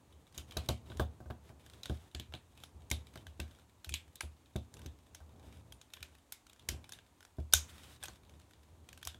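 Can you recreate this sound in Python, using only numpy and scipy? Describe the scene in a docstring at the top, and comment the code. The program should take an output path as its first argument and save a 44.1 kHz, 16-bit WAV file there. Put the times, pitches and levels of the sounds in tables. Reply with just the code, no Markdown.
"""A plastic toy figure is folded by hand over a wooden table, close to a camera in a small room.
From the start, catches slip and snap home, ringing the hollow shell, and bumps set the table top booming.
Between the clicks, fingers slide over the shell, stiff joints tick and leaning hands rumble the table.
At 7.5 s the hardest snap shakes the whole shell; a long rub and lighter clicks follow until about 9 s."""
import sys
import numpy as np
from scipy import signal
from scipy.fft import rfft, irfft, next_fast_len
from scipy.io import wavfile
from scipy.ndimage import map_coordinates

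SR = 44100
rng = np.random.default_rng(int(sys.argv[2]) if len(sys.argv) > 2 else 0)


def bounce(signal):
    """Save signal as a 16-bit WAV file at the path given by the first command-line argument."""
    frames = np.transpose(np.atleast_2d(signal))
    limited = np.clip(frames, -1, 1)
    pcm = np.round(limited * 32767).astype(np.int16)
    wavfile.write(sys.argv[1], SR, pcm)


N = 405279


def amp(db):
    """Decibels to gain."""
    return 10 ** (np.asarray(db) / 20)


def unit(x):
    """Scale to rms 1."""
    return x / np.sqrt(np.mean(x ** 2) + 1e-20)


def along(points, hz):
    """Interpolate (f/Hz, value) points on a log axis."""
    point_hz, values = np.transpose(points)
    return np.interp(np.log(hz + 1), np.log(point_hz + 1), values)


def filtered(x, response):
    """Apply a gain given as a function of frequency."""
    size = next_fast_len(len(x) + 4096)
    return irfft(rfft(x, size) * response(np.fft.rfftfreq(size, 1 / SR)), size)[:len(x)]


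def coloured(x, spectrum):
    """Shape x by (f/Hz, level/dB) points, at rms 1."""
    return unit(filtered(x, lambda hz: amp(along(spectrum, hz))))


def minimum_phase(gain):
    """Promptest impulse response with this gain on the FFT grid."""
    cepstrum = irfft(np.log(gain + 1e-6))
    half = len(cepstrum) // 2
    cepstrum[1:half] *= 2
    cepstrum[half + 1:] = 0
    return irfft(np.exp(rfft(cepstrum)))


def wobble(rate_hz):
    """Smooth random curve."""
    knots = rng.standard_normal(int(N * rate_hz / SR) + 4)
    return map_coordinates(knots, [np.arange(N) * rate_hz / SR])


def add(track, at_s, sound):
    """Mix a sound into the track."""
    start = max(round(at_s * SR), 0)
    part = sound[:max(N - start, 0)]
    track[start:start + len(part)] += part


def ring(modes, t, scatter_db):
    """Decaying modes, each struck with a random strength."""
    return sum(amp(db + scatter_db * rng.standard_normal() - 60 * t / t60_s) * np.sin(2 * np.pi * hz * t)
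               for hz, db, t60_s in modes)


def resonance(hz, centre_hz, width_hz):
    """Power gain of one mode."""
    return 1 / (1 + (2 * (hz - centre_hz) / width_hz) ** 2)


# noise floor: f/Hz, level/dB
AIR_SPECTRUM = [(15, -37.5), (25, 4), (90, -2), (163, -14), (278, -8), (462, -16.5), (952, -15),
                (1460, -23.5), (4380, -28), (4870, -33), (6540, -26), (9520, -29), (15000, -37.5)]


def air(level_db):
    """Quiet room and microphone hiss."""
    return amp(level_db) * coloured(rng.standard_normal(N), AIR_SPECTRUM)


# reflection colour: f/Hz, level/dB
ROOM_SPECTRUM = [(100, -12.5), (700, -7), (1900, -2), (3200, 7), (4800, 2.5), (7000, 0.5), (15000, 4)]
# reflection decay: f/Hz, t60/s
ROOM_DECAY = [(200, 0.37), (1000, 0.39), (3500, 0.17), (8000, 0.22), (15000, 0.1)]


def room(level_db, build_s):
    """Impulse response of nearby boxes and walls, new for every spot the hands move to."""
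    hz, t, noise = signal.stft(rng.standard_normal(SR // 3), SR, nperseg=256)
    fade = amp(along(ROOM_SPECTRUM, hz)[:, None] - 60 * t / along(ROOM_DECAY, hz)[:, None])
    build = 1 - np.exp(-(t / build_s) ** 2)
    tail = signal.istft(noise * fade * build, SR, nperseg=256)[1]
    return amp(level_db) * tail / np.linalg.norm(tail)


# finger strokes: t/s, length/s, level/dB, scratchiness/dB
FINGER_STROKES = [(0.351, 0.058, -61, 2), (0.488, 0.16, -65, -2), (0.879, 0.15, -62, -3),
                  (1.45, 0.031, -66, 3), (1.613, 0.18, -67, -1.5), (1.87, 0.18, -63.5, 1),
                  (2.58, 0.058, -71, 2), (2.968, 0.24, -72.5, 5.5), (3.493, 0.11, -74.5, 4),
                  (4.743, 0.1, -66.5, 1), (5.447, 0.13, -67.5, 3), (5.942, 0.2, -75.5, 3),
                  (6.626, 0.24, -77, 0), (6.932, .035, -65, 2), (7.56, 0.383, -58, -10),
                  (8.018, 0.12, -63.5, -1.5), (8.304, 0.26, -80, 3.5), (8.907, 0.23, -80, -1)]


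def strokes(attack_s, release_s, grip_db):
    """Rub and scratch envelopes: strokes set in, hold and let go; a resting grip still creeps."""
    t = np.arange(N) / SR
    rubbing = scratching = amp(grip_db)
    for at_s, length_s, db, scratch_db in FINGER_STROKES:
        corners_s = [at_s - attack_s, at_s, at_s + length_s, at_s + length_s + release_s]
        stroke = amp(db) * np.interp(t, corners_s, [0, 1, 1, 0])
        rubbing = rubbing + stroke
        scratching = scratching + amp(scratch_db) * stroke
    return rubbing, scratching


# hand pressure curve: t/s, level/dB
LEANING = [(0.0, -70.5), (0.87, -53), (1.71, -63), (2.17, -71), (2.35, -66.5), (3.33, -58), (3.68, -74),
           (4.17, -66.5), (4.43, -85), (4.84, -61), (5.14, -62.5), (5.58, -56.5), (6.4, -103), (6.73, -54),
           (7.24, -89), (7.55, -58.5), (8.68, -67), (9.19, -64.5)]
# table rumble: f/Hz, level/dB
RUMBLE_SPECTRUM = [(25, -24), (55, -13), (73, 0), (95, -8), (130, -12), (200, -18), (400, -22), (1000, -30),
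                   (3000, -60)]


def table_rumble(scratching, press_db, drag_db, uneven_db):
    """Leaning, dragging hands rock the figure on the table, whose top rumbles."""
    leaning_db = np.interp(np.arange(N) / SR, *np.transpose(LEANING))
    pressure = amp(press_db + leaning_db) + amp(drag_db) * scratching
    rumble = coloured(rng.standard_normal(N), RUMBLE_SPECTRUM)
    return pressure * rumble * unit(amp(uneven_db * wobble(rate_hz=9)))


# friction on plastic: f/Hz, level/dB
FRICTION_SPECTRUM = [(300, -20.5), (1200, 2), (2200, -0.5), (3000, 0), (3700, 2.5), (4300, -5.5),
                     (7400, -5.5), (10000, -6), (15000, -14.5)]


def finger_rub(rubbing, gain_db, flicker_db):
    """Skin slides on the shell with a flickering hiss."""
    hiss = coloured(rng.standard_normal(N), FRICTION_SPECTRUM)
    return rubbing * amp(gain_db) * hiss * unit(amp(flicker_db * wobble(rate_hz=49)))


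def joint_ticks(scratching, tick_db, rattle_db, rate_hz, spread_db):
    """Tight joints tick in tiny random slips, which rattle loose parts."""
    slips = (rng.random(N) < rate_hz / SR) * amp(spread_db * np.minimum(rng.exponential(size=N), 3))
    t = np.arange(SR // 100) / SR
    grit = signal.fftconvolve(slips, amp(-60 * t / 0.0157))[:N] * rng.standard_normal(N)
    reflections = signal.fftconvolve(grit, room(level_db=-5, build_s=0.0018))[:N]
    ticks = coloured(grit + reflections, FRICTION_SPECTRUM)
    rattle = unit(filtered(grit, lambda hz: 1 / (1 + 2j * (hz - 3750) / 160)))
    return scratching * (amp(tick_db) * ticks + amp(rattle_db) * rattle)


# slow bending of the top: f/Hz, level/dB, t60/s
BOOM_MODES = [(75.6, 5.5, 0.26), (82, -17.5, 0.077)]
# wood modes that only a knock excites: f/Hz, level/dB, t60/s
KNOCK_MODES = [(107.3, 2, 0.32), (124, 9.5, 0.15), (152, -2.5, 0.098), (202, 1, 0.18), (238.2, -4, 0.29),
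               (292, -12.5, 0.28), (337, 6, 0.074), (363.7, -2.5, 0.14), (430, -12.5, 0.033),
               (548, -6, 0.18), (621, 1.5, 0.083), (644, -4, 0.17), (729, -2.5, 0.18), (843, -7, 0.077),
               (1066, -11, 0.048), (1540, 5.5, .05)]
# impact noise: f/Hz, level/dB
THWACK_SPECTRUM = [(100, 0), (250, 1.5), (400, -3.5), (900, -9.5), (1700, -12), (2300, -28), (6000, -38)]
# figure and hands hitting the table: t/s, boom level/dB, knock level/dB, hardness/dB
TABLE_BUMPS = [(0.374, -46, -56.5, -27), (0.568, -38.5, -44.5, -9.5), (0.689, -37, -38, -15),
               (0.902, -60, -54.5, -19), (0.951, -41, -57, -28), (0.997, -30.5, -36.5, -11),
               (1.204, -55, -55, -15.5), (1.259, -44.5, -59.5, -16), (1.302, -47, -47.5, -16),
               (1.5, -74, -60, -13), (1.898, -36, -40.5, -25), (2.148, -42, -53.5, -22),
               (2.198, -57, -53.5, -37), (2.285, -49.5, -83, -26), (2.339, -65, -53, -17),
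               (2.743, -48, -72, -18), (2.913, -37, -44, -20), (3.158, -54, -56.5, -14),
               (3.268, -47, -74, -10), (3.396, -39, -49.5, -22.5), (3.868, -44.5, -66, -12),
               (3.911, -42, -55.5, -50), (4.234, -42, -57.5, -21), (4.557, -39.5, -40.5, -22),
               (4.857, -44.5, -53.5, -37), (5.204, -50.5, -68.5, 1), (6.008, -51.5, -73, -33),
               (6.689, -40.5, -54, -25), (6.723, -40.5, -50, -32), (7.385, -35.5, -45.5, -26),
               (7.539, -34, -57, -13.5), (8.085, -58, -60.5, -9), (9.059, -47.5, -65, -6),
               (9.149, -60, -63, -29)]


def table_bumps(boom_gain_db, knock_gain_db, thwack_db, thwack_t60_s, swell_s):
    """A bump knocks the wood at once; the heavy top takes a cycle to swing up."""
    out, t = np.zeros(N), np.arange(SR // 2) / SR
    hz = np.fft.rfftfreq(1024, 1 / SR)
    boom = ring(BOOM_MODES, t, scatter_db=0) * (1 - np.exp(-t / swell_s))
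    for at_s, boom_db, knock_db, hard_db in TABLE_BUMPS:
        add(out, at_s, amp(boom_db + boom_gain_db) * boom / np.abs(boom).max())
        thwack = coloured(rng.standard_normal(len(t)), THWACK_SPECTRUM) * amp(-60 * t / thwack_t60_s)
        wood = unit(ring(KNOCK_MODES, t, scatter_db=1.5)) + amp(thwack_db) * unit(thwack)
        # soft contact leaves the upper modes still
        contact = [(350, 0), (1100, hard_db + 15.5), (2000, hard_db + 3.5), (5000, hard_db + 18)]
        knock = signal.fftconvolve(wood, minimum_phase(amp(along(contact, hz))))
        add(out, at_s, amp(knock_db + knock_gain_db) * unit(knock))
    return out


# stiff joints turning: t/s, notch gap/s, level/dB, ring f/Hz
JOINT_TURNS = [(0.325, 0.035, -64, 3900), (1.663, 0.035, -55.5, 3500), (3.511, 0.037, -62.5, 3720),
               (4.769, 0.025, -57.5, 2770), (6.467, 0.031, -57, 3200), (7.206, 0.023, -56, 1680),
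               (8.028, .014, -46, 2810), (8.295, 0.11, -61.5, 2500), (8.889, 0.04, -52, 3000)]


def notches(count, jitter, scatter_db, detune, hollow_db, body_db):
    """A stiff joint clicks at each notch, a little unevenly; returns rows for snaps()."""
    rows = []
    for start_s, gap_s, db, ring_hz in JOINT_TURNS:
        for k, (late, force, pitch) in enumerate(rng.standard_normal((count, 3))):
            at_s = start_s + gap_s * k * (1 + jitter * late)
            notch_hz = ring_hz * np.exp(detune * pitch)
            rows.append((at_s, db + scatter_db * force, notch_hz, hollow_db, body_db))
    return rows


# hollow plastic shell: f/Hz, width/Hz, level/dB
SHELL_MODES = [(721, 190, -6.5), (1520, 120, 0.5), (2400, 150, -3.5), (3066, 190, -8), (3655, 300, -1),
               (5564, 220, -8), (6430, 1100, -2), (7400, 330, -11), (8100, 320, -13.5), (9490, 480, 0.5),
               (10600, 270, -3), (12100, 560, -1.5), (13340, 400, -13.5), (13800, 470, -9)]


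def panel(ring_hz, colour, ring_db, crack_db, scatter_db, detune):
    """Impulse response of one part: its own ring on the shell's modes, which shift with the grip."""
    hz = np.fft.rfftfreq(1024, 1 / SR)
    grip = rng.standard_normal((len(SHELL_MODES), 2))
    shell = sum(amp(db + scatter_db * force) ** 2 * resonance(hz, mode_hz * np.exp(detune * pitch), width_hz)
                for (mode_hz, width_hz, db), (force, pitch) in zip(SHELL_MODES, grip))
    own_ring = 1 + amp(ring_db) ** 2 * resonance(hz, ring_hz, width_hz=450)
    power = (amp(crack_db) ** 2 + shell) * own_ring
    response = minimum_phase(np.sqrt(power) * amp(along(colour, hz)))
    return response / np.linalg.norm(response)


def part_colour(hollow_db, body_db, force_db):
    """Large panels are hollow and dull, small pegs and hard snaps bright: f/Hz, level/dB."""
    treble_db = -2 - 0.2 * body_db + 0.061 * force_db
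    return [(100, hollow_db - 20), (500, hollow_db), (1500, hollow_db), (2300, body_db), (3800, body_db),
            (5500, 0), (8000, 0), (10000, treble_db), (15000, treble_db - 2.5), (18000, treble_db - 26)]


def catch_slip(t, rise_t60_s, fall_t60_s, blow):
    """A catch rides over its ridge in a burst of tiny impacts and seats with one blow at t = 0."""
    burst = rng.standard_normal(len(t)) * amp(-60 * np.maximum(-t / rise_t60_s, t / fall_t60_s))
    return burst / np.linalg.norm(burst) + blow * (t == 0)


# loose parts ringing on: f/Hz, level/dB, t60/s
LOOSE_MODES = [(3070, -0.5, 0.071), (3626, -4, .05), (3700, -3.5, 0.076)]
# joints and panels seating: t/s, level/dB, ring f/Hz, hollowness at 1 kHz/dB, body at 3 kHz/dB
SNAPS = [(0.3784, -40.5, 6760, -19, -1), (0.51, -50, 3230, -3, 5), (0.5705, -34, 3960, 3.5, 6),
         (0.6885, -30.5, 4300, -10, 4), (0.9, -55, 3920, 8, 22), (0.918, -50.5, 3930, 24, 17),
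         (0.9712, -52.5, 3850, -5, 1), (0.9967, -37, 1490, 12, 8.5), (1.3065, -49.5, 1540, 20, 14.5),
         (1.8333, -42, 5170, 2.5, 5), (1.8571, -41.5, 6400, 5.5, 6.5), (1.8964, -46, 4070, 9, 6),
         (2.1488, -40.5, 4360, 5.5, 8), (2.1977, -42, 3400, 0, 6.5), (2.324, -55, 3470, 17, 8),
         (2.338, -42, 3550, 11, 14.5), (2.3501, -49, 4170, 13, 9), (2.6367, -46.5, 3380, 7, 2.5),
         (2.9016, -44.5, 7040, -8, 4), (2.914, -29, 2170, -1.5, 0), (3.1569, -49.5, 1430, 3, 4),
         (3.2677, -49, 3160, 8.5, 6), (3.4003, -38.5, 3660, 7, 5), (3.8455, -45, 3230, -1, 0.5),
         (3.8927, -41, 2420, -4.5, 0), (3.923, -46.5, 3430, -9, 10), (3.94, -31.5, 2390, -5, 6),
         (3.9569, -43, 3400, -3, 24), (4.1564, -49, 12700, -14, 1), (4.2076, -35, 2400, 2, 3),
         (4.2085, -43, 1190, 14, 4), (4.5611, -44.5, 3830, -3, 3.5), (4.7402, -52, 5900, -1, 0),
         (4.8609, -48.5, 6200, -2, 5.5), (5.1481, -47, 6230, 2, 1), (5.7231, -49, 3400, -3, -2),
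         (5.8143, -52.5, 3360, 4.5, 3), (5.9364, -44, 3480, 0, 3.5), (5.9702, -53, 3350, 17, 14),
         (6.028, -41.5, 2380, 5.5, 4.5), (6.323, -40, 11700, -5, -5), (6.595, -56.5, 3340, 3, 5.5),
         (6.6885, -30, 5660, -3.5, 1), (6.8424, -55, 2260, 11, 7), (6.8927, -50.5, 3680, 5, -1),
         (6.922, -43.5, 11200, -2, 2.5), (6.9336, -48, 3700, 4.5, 2), (6.9874, -54.5, 1625, 7, 12),
         (7.526, -40.5, 5000, -3, 3), (7.536, -13, 3707, -0.5, -3), (8.0367, -39, 9190, 3, 0.5),
         (8.083, -45.5, 4350, 6, 1), (9.0288, -45.5, 3420, 9, 5), (9.051, -44, 3380, -12, -3),
         (9.0727, -35.5, 7560, 3, 0.5), (9.1448, -52.5, 3420, 13.5, 5)]


def snaps(notch_rows, gain_db, room_db, loose_db, firm_db, hard_db, rebound_s, rebound_db):
    """A catch snaps home, rings its part and chatters once; a hard snap shakes the whole shell."""
    out, t = np.zeros(N), np.arange(-256, 512) / SR
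    for at_s, db, ring_hz, hollow_db, body_db in SNAPS + notch_rows:
        level = amp(db + gain_db)
        firm = np.clip((db - firm_db) / 11.5, 0, 1)
        hard = np.clip((db - hard_db) / 10, 0, 1)
        colour = part_colour(hollow_db, body_db, force_db=db - hard_db)
        # larger, lower panels ring more when snapped firmly
        ring_db = 8.5 + 6 * firm * max(np.log2(3770 / ring_hz), 0) - 4.5 * hard
        part = panel(ring_hz, colour, ring_db, crack_db=-8.5 - 13 * hard,
                     scatter_db=2.8 * (1 - hard), detune=0.062 * (1 - hard))
        slip = catch_slip(t, rise_t60_s=0.005, fall_t60_s=0.014, blow=0.6 * firm)
        snap = signal.fftconvolve(slip, part)
        snap *= level / np.linalg.norm(snap)
        add(out, at_s + t[0] + 0.0006, snap)
        delay_s = rebound_s * (0.5 + rng.random())
        add(out, at_s + t[0] + delay_s, (1 - hard) * amp(rebound_db) * snap)
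        # the room hears the part from all sides
        tail = room(room_db, build_s=0.0073)
        loose = amp(loose_db) * ring(LOOSE_MODES, np.arange(len(tail)) / SR, scatter_db=2)
        all_sides = panel(ring_hz, colour, ring_db=3, crack_db=-5 - 10 * hard,
                          scatter_db=2 * (3 - hard), detune=0.079 * (1 - hard))
        add(out, at_s, level * signal.fftconvolve(tail + loose, all_sides))
    return out


def scene():
    """Table, hands, figure and room at one microphone."""
    bumps = table_bumps(boom_gain_db=4, knock_gain_db=-6, thwack_db=-5.5, thwack_t60_s=0.13,
                        swell_s=0.005)
    rubbing, scratching = strokes(attack_s=0.022, release_s=0.049, grip_db=-75.5)
    rumble = table_rumble(scratching, press_db=0.5, drag_db=1, uneven_db=2.5)
    rub = finger_rub(rubbing, gain_db=-4.5, flicker_db=2.5)
    ticks = joint_ticks(scratching, tick_db=-4, rattle_db=-14.5, rate_hz=45, spread_db=7)
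    notch_rows = notches(count=3, jitter=0.037, scatter_db=0.82, detune=0.12, hollow_db=6, body_db=2)
    clicks = snaps(notch_rows, gain_db=24, room_db=-10.5, loose_db=-57, firm_db=-45, hard_db=-22.5,
                   rebound_s=0.005, rebound_db=-11.5)
    return (air(level_db=-66) + rumble + rub + ticks + bumps + clicks)[None]


# microphone response: f/Hz, level/dB
MIC_RESPONSE = [(4200, -1.5), (4900, 0), (5700, -2), (9900, -2), (10400, -6), (11000, -1.5)]


def record(dry):
    """The camera's microphone thins deep bass, rounds peaks, notches the treble and limits the band."""
    low_hz, top_hz, ceiling = 52, 15900, 0.8
    thinned = signal.sosfilt(signal.butter(4, low_hz, "highpass", fs=SR, output="sos"), dry)
    rounded = thinned / (1 + np.abs(thinned / ceiling) ** 6) ** (1 / 6)
    response = lambda hz: amp(along(MIC_RESPONSE, hz)) / np.sqrt(1 + (hz / top_hz) ** 160)
    return np.array([filtered(channel, response) for channel in rounded])


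dry = scene()
out = record(dry)
bounce(out)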